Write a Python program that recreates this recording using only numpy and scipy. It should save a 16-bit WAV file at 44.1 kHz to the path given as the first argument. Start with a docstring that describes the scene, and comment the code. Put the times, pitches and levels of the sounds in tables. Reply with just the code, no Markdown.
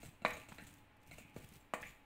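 """In a small kitchen a spatula stirs moist pieces of cooked chicken in a steel pan, over a low room hum.
The blade knocks on the food-damped pan and taps lightly: clicks ring the modes of pan and spatula.
It judders and squeaks over the steel (random slips through a resonance); pieces land as low, short rings.
Sauce crackles with each stroke: coloured clicks, noise and ringing bubbles, with a few separate snaps.
Decaying noise gives the room's reflections; filtered noise and wavering sines give its background."""
import sys
import numpy as np
from scipy import signal
from scipy.fft import rfft, irfft, next_fast_len
from scipy.io import wavfile

SR = 44100
rng = np.random.default_rng(int(sys.argv[2]) if len(sys.argv) > 2 else 0)


def to_wav(s):
    """Save 16-bit WAV."""
    ch = np.atleast_2d(s).T  # columns
    pcm = np.round(np.clip(ch, -1, 1) * 32767)  # PCM
    wavfile.write(sys.argv[1], SR, pcm.astype(np.int16))


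N = 90404
TIME = np.arange(N) / SR

# Steady room noise. Each row: frequency in Hz, relative density in dB per Hz.
FLOOR = [(25, -3.5), (60, -8.5), (100, -12), (170, -12.5), (280, -11), (400, -17), (850, -15),
         (1500, -19.5), (2500, -18.5), (5000, -39), (15000, -46.5)]
FLOOR_DB = -67.5
# Partials of the room hum. Each row: frequency in Hz, level in dB.
HUM = [(99, -73.5), (288, -76.5), (846, -78.5)]
HUM_WAVER, HUM_WAVER_HZ = 0.43, 7.3   # share of the level, rate

# Strokes through the food. Each row: start in seconds, length in seconds, level of the wet crackle in dB.
STROKES = [(0.0, 0.053, -55.5), (0.245, 0.093, -58), (0.382, 0.021, -60.5), (0.477, 0.22, -63),
           (0.691, 0.083, -68.5), (0.994, 0.11, -74.5), (1.06, 0.15, -64), (1.26, .02, -68),
           (1.326, 0.21, -63.5), (1.427, 0.13, -63.5), (1.792, 0.097, -60)]
STROKE_ATTACK_S, STROKE_RELEASE_DB_PER_S = 0.03, 202
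# Tone of the sauce. Each row: frequency in Hz, relative density in dB per Hz.
SAUCE = [(150, 20.5), (400, -0.5), (1200, -6.5), (2400, 5), (3600, -2), (5200, -7), (8200, -3.5),
         (10800, -10), (15000, -6.5)]
CRACKLE_DB, CRACKLES_PER_S, CRACKLE_SPREAD_DB, SMEAR_DB = -2.5, 600, 3, -3
BUBBLE_DB, BUBBLES_PER_S, BUBBLE_LOW_HZ, BUBBLE_HIGH_HZ = -13.5, 310, 6300, 16100
BUBBLE_CYCLES = 130   # cycles until a bubble has died by 60 dB
CLUMP_DB, CLUMPS_HZ = 3.5, 48.6   # the crackle comes in clumps
# Larger sauce bubbles snap. Each row: start in seconds, peak in dB ahead of the low cut.
SNAPS = [(0.282, -42), (0.307, -41), (0.56, -56), (0.739, -48.5), (0.968, -60), (1.074, -50.5),
         (1.426, -52), (1.489, -51), (1.538, -49), (1.811, -52), (1.8194, -43)]
SNAP_T60_S, SNAP_LOW_HZ = 0.019, 3920

# Decay of the room. Each row: frequency in Hz, time to fall by 60 dB in seconds.
ROOM_T60 = [(150, 0.41), (500, 0.41), (1200, 0.33), (2500, 0.7), (8000, 0.12), (15000, 0.75)]
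ROOM_DB, ROOM_ONSET_S = -8.5, 0.0065

# Pieces land on the pan. Each row: start in seconds, level in dB ahead of the filters, pitch in Hz.
THUDS = [(0.03, -49.5, 216), (0.084, -45.5, 154), (0.220, -48.5, 198), (0.370, -51, 182), (0.493, -58, 186),
         (0.519, -44, 188), (0.585, -56, 163), (0.621, -46.5, 200), (0.674, -70, 158), (1.113, -53, 125),
         (1.209, -50, 215), (1.249, -52.5, 175), (1.362, -41, 170), (1.517, -50, 195)]
THUD_T60_S, THUD_SOFT_HZ, THUD_LOW_CUT_HZ = 0.048, 500, 97
PLOP_S, PLOP_LENGTH_S, PLOP_DB, PLOP_HZ = 0.519, 0.0086, -49.5, 895   # one wet piece slaps down
PLOP_WIDTH_HZ = 1100

# The blade touches down lightly. Each row: start in seconds, level in dB, contact brightness in Hz,
# relative level of the edge click in dB.
TAPS = [(0.0309, -52, 870, -46), (0.2195, -54, 960, -55.5), (0.368, -48.5, 900, -42.5),
        (0.487, -55, 1135, -43), (0.5837, -52, 2700, -60), (0.621, -69, 1480, -60),
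        (0.668, -79, 1500, -41.5), (1.112, -56, 2420, -46.5), (1.183, -55.5, 1500, -41.5),
        (1.364, -56, 584, -81)]
# Modes of the spatula. Each row: frequency in Hz, level in dB, time to fall by 60 dB in seconds.
BLADE_MODES = [(215, -4.5, 0.037), (310, -3, 0.046), (453.4, -7, 0.058), (667, 3, 0.028),
               (1393, -3.5, 0.043), (2200, 2.5, 0.034), (2710, 3.5, 0.045), (4060, 5.5, 0.017)]
CHATTER_DB, CHATTER_T60_S, CHATTER_PER_S = -1, 0.054, 900   # the blade chatters as it settles
# Tone of the edge click. Each row: frequency in Hz, level in dB.
EDGE = [(1500, -5.5), (4200, -8), (5200, -18), (7000, -1.5), (8900, -2.5), (10200, -17), (15000, -11)]
EDGE_T60_S = 0.098

# The wet edge squeaks on steel. Each row: start in seconds, length in seconds, level in dB, pitch in Hz.
SQUEAKS = [(0.049, 0.018, -63, 8440), (0.058, 0.043, -68.5, 7660), (0.332, 0.025, -61.5, 6600),
           (1.117, 0.025, -56, 2170), (1.604, 0.026, -75, 7540), (1.866, 0.038, -65, 6960)]
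# The blade sticks and slips on steel. Each row: start in seconds, length in seconds, level in dB,
# pitch of the judder in Hz.
SCRAPES = [(0.259, .011, -35.5, 2200), (0.299, 0.032, -46, 2040), (0.416, 0.01, -58, 2560),
           (0.584, 0.065, -58.5, 1760), (1.18, 0.15, -65, 2360), (1.828, 0.014, -44.5, 1990),
           (1.848, 0.068, -57, 2280)]
SQUEAK_WIDTH_HZ, JUDDER_WIDTH_HZ = 228, 614   # width of each of two resonators in a row
SLIPS_PER_S, SLIP_SPREAD_DB, SCRAPE_ATTACK_S = 1400, 3.2, 0.00067

# The blade strikes the pan. Each row: start in seconds, level in dB, contact brightness in Hz,
# clack pitch in Hz, blade crack level in dB, blade crack pitch in Hz, relative edge click level in dB.
KNOCKS = [(0.2497, -16, 3200, 970, -25, 3740, -39), (1.3630, -36, 860, 350, -48, 1170, -46),
          (1.7369, -22, 2230, 833, -19.5, 2180, -34.5)]
# Modes of the loaded pan. Each row: frequency in Hz, level in dB, time to fall by 60 dB in seconds,
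# level of the lasting ring in dB.
PAN_MODES = [(195, -17.5, 0.037, -46), (305.7, -35, 0.095, -46.5), (488, -26, 0.12, -34.5),
             (636.5, -14.5, 0.028, -31.5), (856, -48, 0.095, -32.5), (975, -15.5, 0.027, -39),
             (1182, -19.5, 0.033, -31), (1426, -21.5, 0.08, -51), (1500, -48, 0.11, -47),
             (1823, -22, 0.061, -34.5), (2067, -23.5, .06, -35), (2254, -17.5, 0.048, -36),
             (2380, -14, 0.025, -39), (2486, -32, 0.076, -35)]
RING_T60_S = 0.31   # the faint ring that outlasts the damped blow
CLACK_DB, CLACK_OCTAVES = -0.5, 1.43   # first swing of the pan's base under the blade
CRACK_WIDTH_HZ, CRACK_T60_S = 690, 0.04   # crack of the stiff blade

CUTOFF_HZ = 15650


def from_db(db):
    """Decibels to gain."""
    return 10 ** (np.asarray(db) / 20)


def rms_one(x):
    """Scale to rms 1."""
    return x / np.sqrt(np.mean(x ** 2) + 1e-20)


def peak_one(x):
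    """Scale to peak 1."""
    return x / (np.abs(x).max() + 1e-20)


def at_hz(points, hz):
    """Read a table on a log-frequency axis."""
    f, value = np.transpose(points)
    return np.interp(np.log(np.maximum(hz, 1)), np.log(f), value)


def butter(x, hz, kind, order=2):
    """Causal Butterworth filter."""
    sos = signal.butter(order, np.clip(hz, 10, .45 * SR), kind, fs=SR, output="sos")
    return signal.sosfilt(sos, x + 1e-18)


def colour(x, spectrum):
    """Shape by a table of (Hz, dB) with minimum phase, so that nothing sounds early."""
    size = next_fast_len(2 * N) // 2 * 2
    hz = np.arange(size // 2 + 1) * SR / size
    cepstrum = irfft(np.log(from_db(at_hz(spectrum, hz))))
    # fold the cepstrum onto positive time
    cepstrum[1:size // 2] *= 2
    cepstrum[size // 2 + 1:] = 0
    return irfft(rfft(x, size) * np.exp(rfft(cepstrum)))[:N]


def click(s):
    """A unit impulse at time s."""
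    return 1. * (np.arange(N) == int(s * SR))


def burst(s, t60):
    """Noise that starts at s and falls by 60 dB in t60 seconds."""
    fade = from_db(-60 * np.maximum(TIME - s, 0) / t60)
    return rng.standard_normal(N) * (TIME >= s) * fade


def ring(x, hz, t60):
    """A unit click sets a dying sine of starting height 1 ringing."""
    r, w = np.exp(-np.log(1000) / (t60 * SR)), 2 * np.pi * hz / SR
    return signal.lfilter([0, np.sin(w)], [1, -2 * r * np.cos(w), r * r], x + 1e-18)


def resonate(x, hz, width_hz):
    """A resonance of the given width; rms 1."""
    r, w = np.exp(-np.pi * width_hz / SR), 2 * np.pi * hz / SR
    return rms_one(signal.lfilter([1, 0, -1], [1, -2 * r * np.cos(w), r * r], x + 1e-18))


def grains(per_s, spread_db):
    """Random clicks of uneven size and either sign."""
    sizes = from_db(spread_db * np.minimum(rng.exponential(1, N), 4)) * rng.choice([-1, 1], N)
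    return sizes * (rng.random(N) < per_s / SR)


def drift(hz):
    """Slow random wander with rms 1."""
    r = np.exp(-2 * np.pi * hz / SR)
    wander = signal.lfilter([1], [1, -2 * r, r * r], rng.standard_normal(2 * N))
    return rms_one(wander[N:])   # skip the filter's start-up


def rub(s, length, db, hz, width_hz):
    """A short run of slips through two equal resonators: quick rise, then the pressure eases off."""
    rise = np.clip((TIME - s) / SCRAPE_ATTACK_S, 0, 1)
    ease = np.clip(1 - (TIME - s) / length, 0, 1) ** .5
    slips = resonate(grains(SLIPS_PER_S, SLIP_SPREAD_DB), hz, width_hz)
    slips = resonate(slips, hz, width_hz) * rise * ease
    # spread the energy over the whole scene, so that the level holds for the short run
    return from_db(db) * rms_one(slips) * np.sqrt(length / (2 * N / SR))


def background():
    """Steady coloured room noise with hum partials that waver in phase and level."""
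    hum = 0
    for hz, db in HUM:
        tone = np.sin(2 * np.pi * hz * TIME + drift(HUM_WAVER_HZ))
        tone = tone * (1 + HUM_WAVER * drift(HUM_WAVER_HZ))
        hum = hum + from_db(db) * rms_one(tone)
    return hum + from_db(FLOOR_DB) * rms_one(colour(rng.standard_normal(N), FLOOR))


def sauce():
    """Sticky films tear and smear and tiny bubbles burst under each stroke; a few larger ones snap."""
    strokes = []
    for s, length, db in STROKES:
        attack = np.clip((TIME - s) / STROKE_ATTACK_S, 0, 1) ** .5
        release_db = STROKE_RELEASE_DB_PER_S * np.maximum(TIME - s - length, 0)
        strokes.append(from_db(db - release_db) * attack)
    vigour = np.max(strokes, axis=0)
    crackle = from_db(CRACKLE_DB) * rms_one(colour(grains(CRACKLES_PER_S, CRACKLE_SPREAD_DB), SAUCE))
    smear = from_db(SMEAR_DB) * rms_one(colour(rng.standard_normal(N), SAUCE))
    bubbles = 0
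    for hz in np.geomspace(BUBBLE_LOW_HZ, BUBBLE_HIGH_HZ, 20):
        pops = grains(BUBBLES_PER_S / 20, CRACKLE_SPREAD_DB)
        bubbles = bubbles + ring(pops, hz, BUBBLE_CYCLES / hz) * from_db(at_hz(SAUCE, hz))
    bubbles = from_db(BUBBLE_DB) * rms_one(bubbles)
    films = (crackle + smear) * from_db(CLUMP_DB * drift(CLUMPS_HZ))
    bubbles = bubbles * from_db(CLUMP_DB * drift(CLUMPS_HZ))
    snaps = sum(from_db(db) * peak_one(burst(s, SNAP_T60_S)) for s, db in SNAPS)
    return vigour * (films + bubbles) + butter(snaps, SNAP_LOW_HZ, "high")


def kitchen(x):
    """Dense reflections, as noise that dies away at its own pace in each band."""
    edges = np.geomspace(70, 18000, 9)
    tail = 0
    for lo, hi in zip(edges, edges[1:]):
        t60 = at_hz(ROOM_T60, np.sqrt(lo * hi))
        tail = tail + butter(burst(ROOM_ONSET_S, t60), [lo, hi], "band")
    tail = tail / np.sqrt(np.sum(tail ** 2))
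    return from_db(ROOM_DB) * signal.fftconvolve(x, tail)[:N]


def chicken():
    """Soft pieces land with low, quickly damped thuds, one with a wet slap."""
    thuds = sum(from_db(db) * ring(click(s), hz, THUD_T60_S) for s, db, hz in THUDS)
    thuds = butter(butter(thuds, THUD_SOFT_HZ, "low"), THUD_LOW_CUT_HZ, "high")
    return thuds + rub(PLOP_S, PLOP_LENGTH_S, PLOP_DB, PLOP_HZ, PLOP_WIDTH_HZ)


def taps():
    """A light touch and a dying chatter set the spatula itself ringing."""
    force = 0
    for s, db, soft_hz, _ in TAPS:
        chatter = burst(s, CHATTER_T60_S) * (rng.random(N) < CHATTER_PER_S / SR)
        # over sqrt(N), rms 1 has the energy of a unit click
        contact = click(s) + from_db(CHATTER_DB) * rms_one(chatter) / np.sqrt(N)
        force = force + from_db(db) * butter(contact, soft_hz, "low", order=1)
    # alternate modes swing in opposite directions
    return sum((-1) ** k * from_db(db) * ring(force, hz, t60)
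               for k, (hz, db, t60) in enumerate(BLADE_MODES))


def edge_clicks():
    """The blade's thin edge adds a bright, dying noise click to every knock and tap."""
    clicks = sum(from_db(row[-1]) * burst(row[0], EDGE_T60_S) for row in KNOCKS + TAPS)
    return .5 * colour(clicks, EDGE)


def scrapes():
    """The blade sticks and slips: it judders across bare steel and now and then squeaks."""
    squeaks = sum(rub(*row, SQUEAK_WIDTH_HZ) for row in SQUEAKS)
    judders = sum(rub(*row, JUDDER_WIDTH_HZ) for row in SCRAPES)
    return squeaks + judders


def knocks():
    """Each blow gives a clack, ringing pan modes and a blade crack; softer contact dulls clack and ring."""
    strikes, force = 0, 0
    for s, db, soft_hz, clack_hz, crack_db, crack_hz, _ in KNOCKS:
        push = from_db(db) * butter(click(s), soft_hz, "low", order=1)
        clack_band = clack_hz * 2 ** (CLACK_OCTAVES * np.array([-.5, .5]))
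        band_peak = np.abs(butter(click(0), clack_band, "band")).max()
        clack = -from_db(CLACK_DB) * butter(push, clack_band, "band") / band_peak
        crack_band = crack_hz + CRACK_WIDTH_HZ * np.array([-.5, .5])
        crack = from_db(crack_db) * butter(burst(s, CRACK_T60_S), crack_band, "band")
        strikes = strikes + clack + crack
        force = force + push
    ringing = 0
    for k, (hz, db, t60, ring_db) in enumerate(PAN_MODES):
        damped = from_db(db) * ring(force, hz, t60)
        lasting = from_db(ring_db) * ring(force, hz, RING_T60_S)
        ringing = ringing + (-1) ** (k + 1) * (damped + lasting)
    return strikes + ringing


def scene():
    """The pan, its room and the background, in mono."""
    pan = sauce() + chicken() + taps() + edge_clicks() + scrapes() + knocks()
    return (pan + kitchen(pan) + background())[None]


def record(dry):
    """The top is cut steeply by an elliptic low-pass."""
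    return signal.sosfilt(signal.ellip(10, .1, 70, CUTOFF_HZ, fs=SR, output="sos"), dry)


dry = scene()
out = record(dry)
to_wav(out)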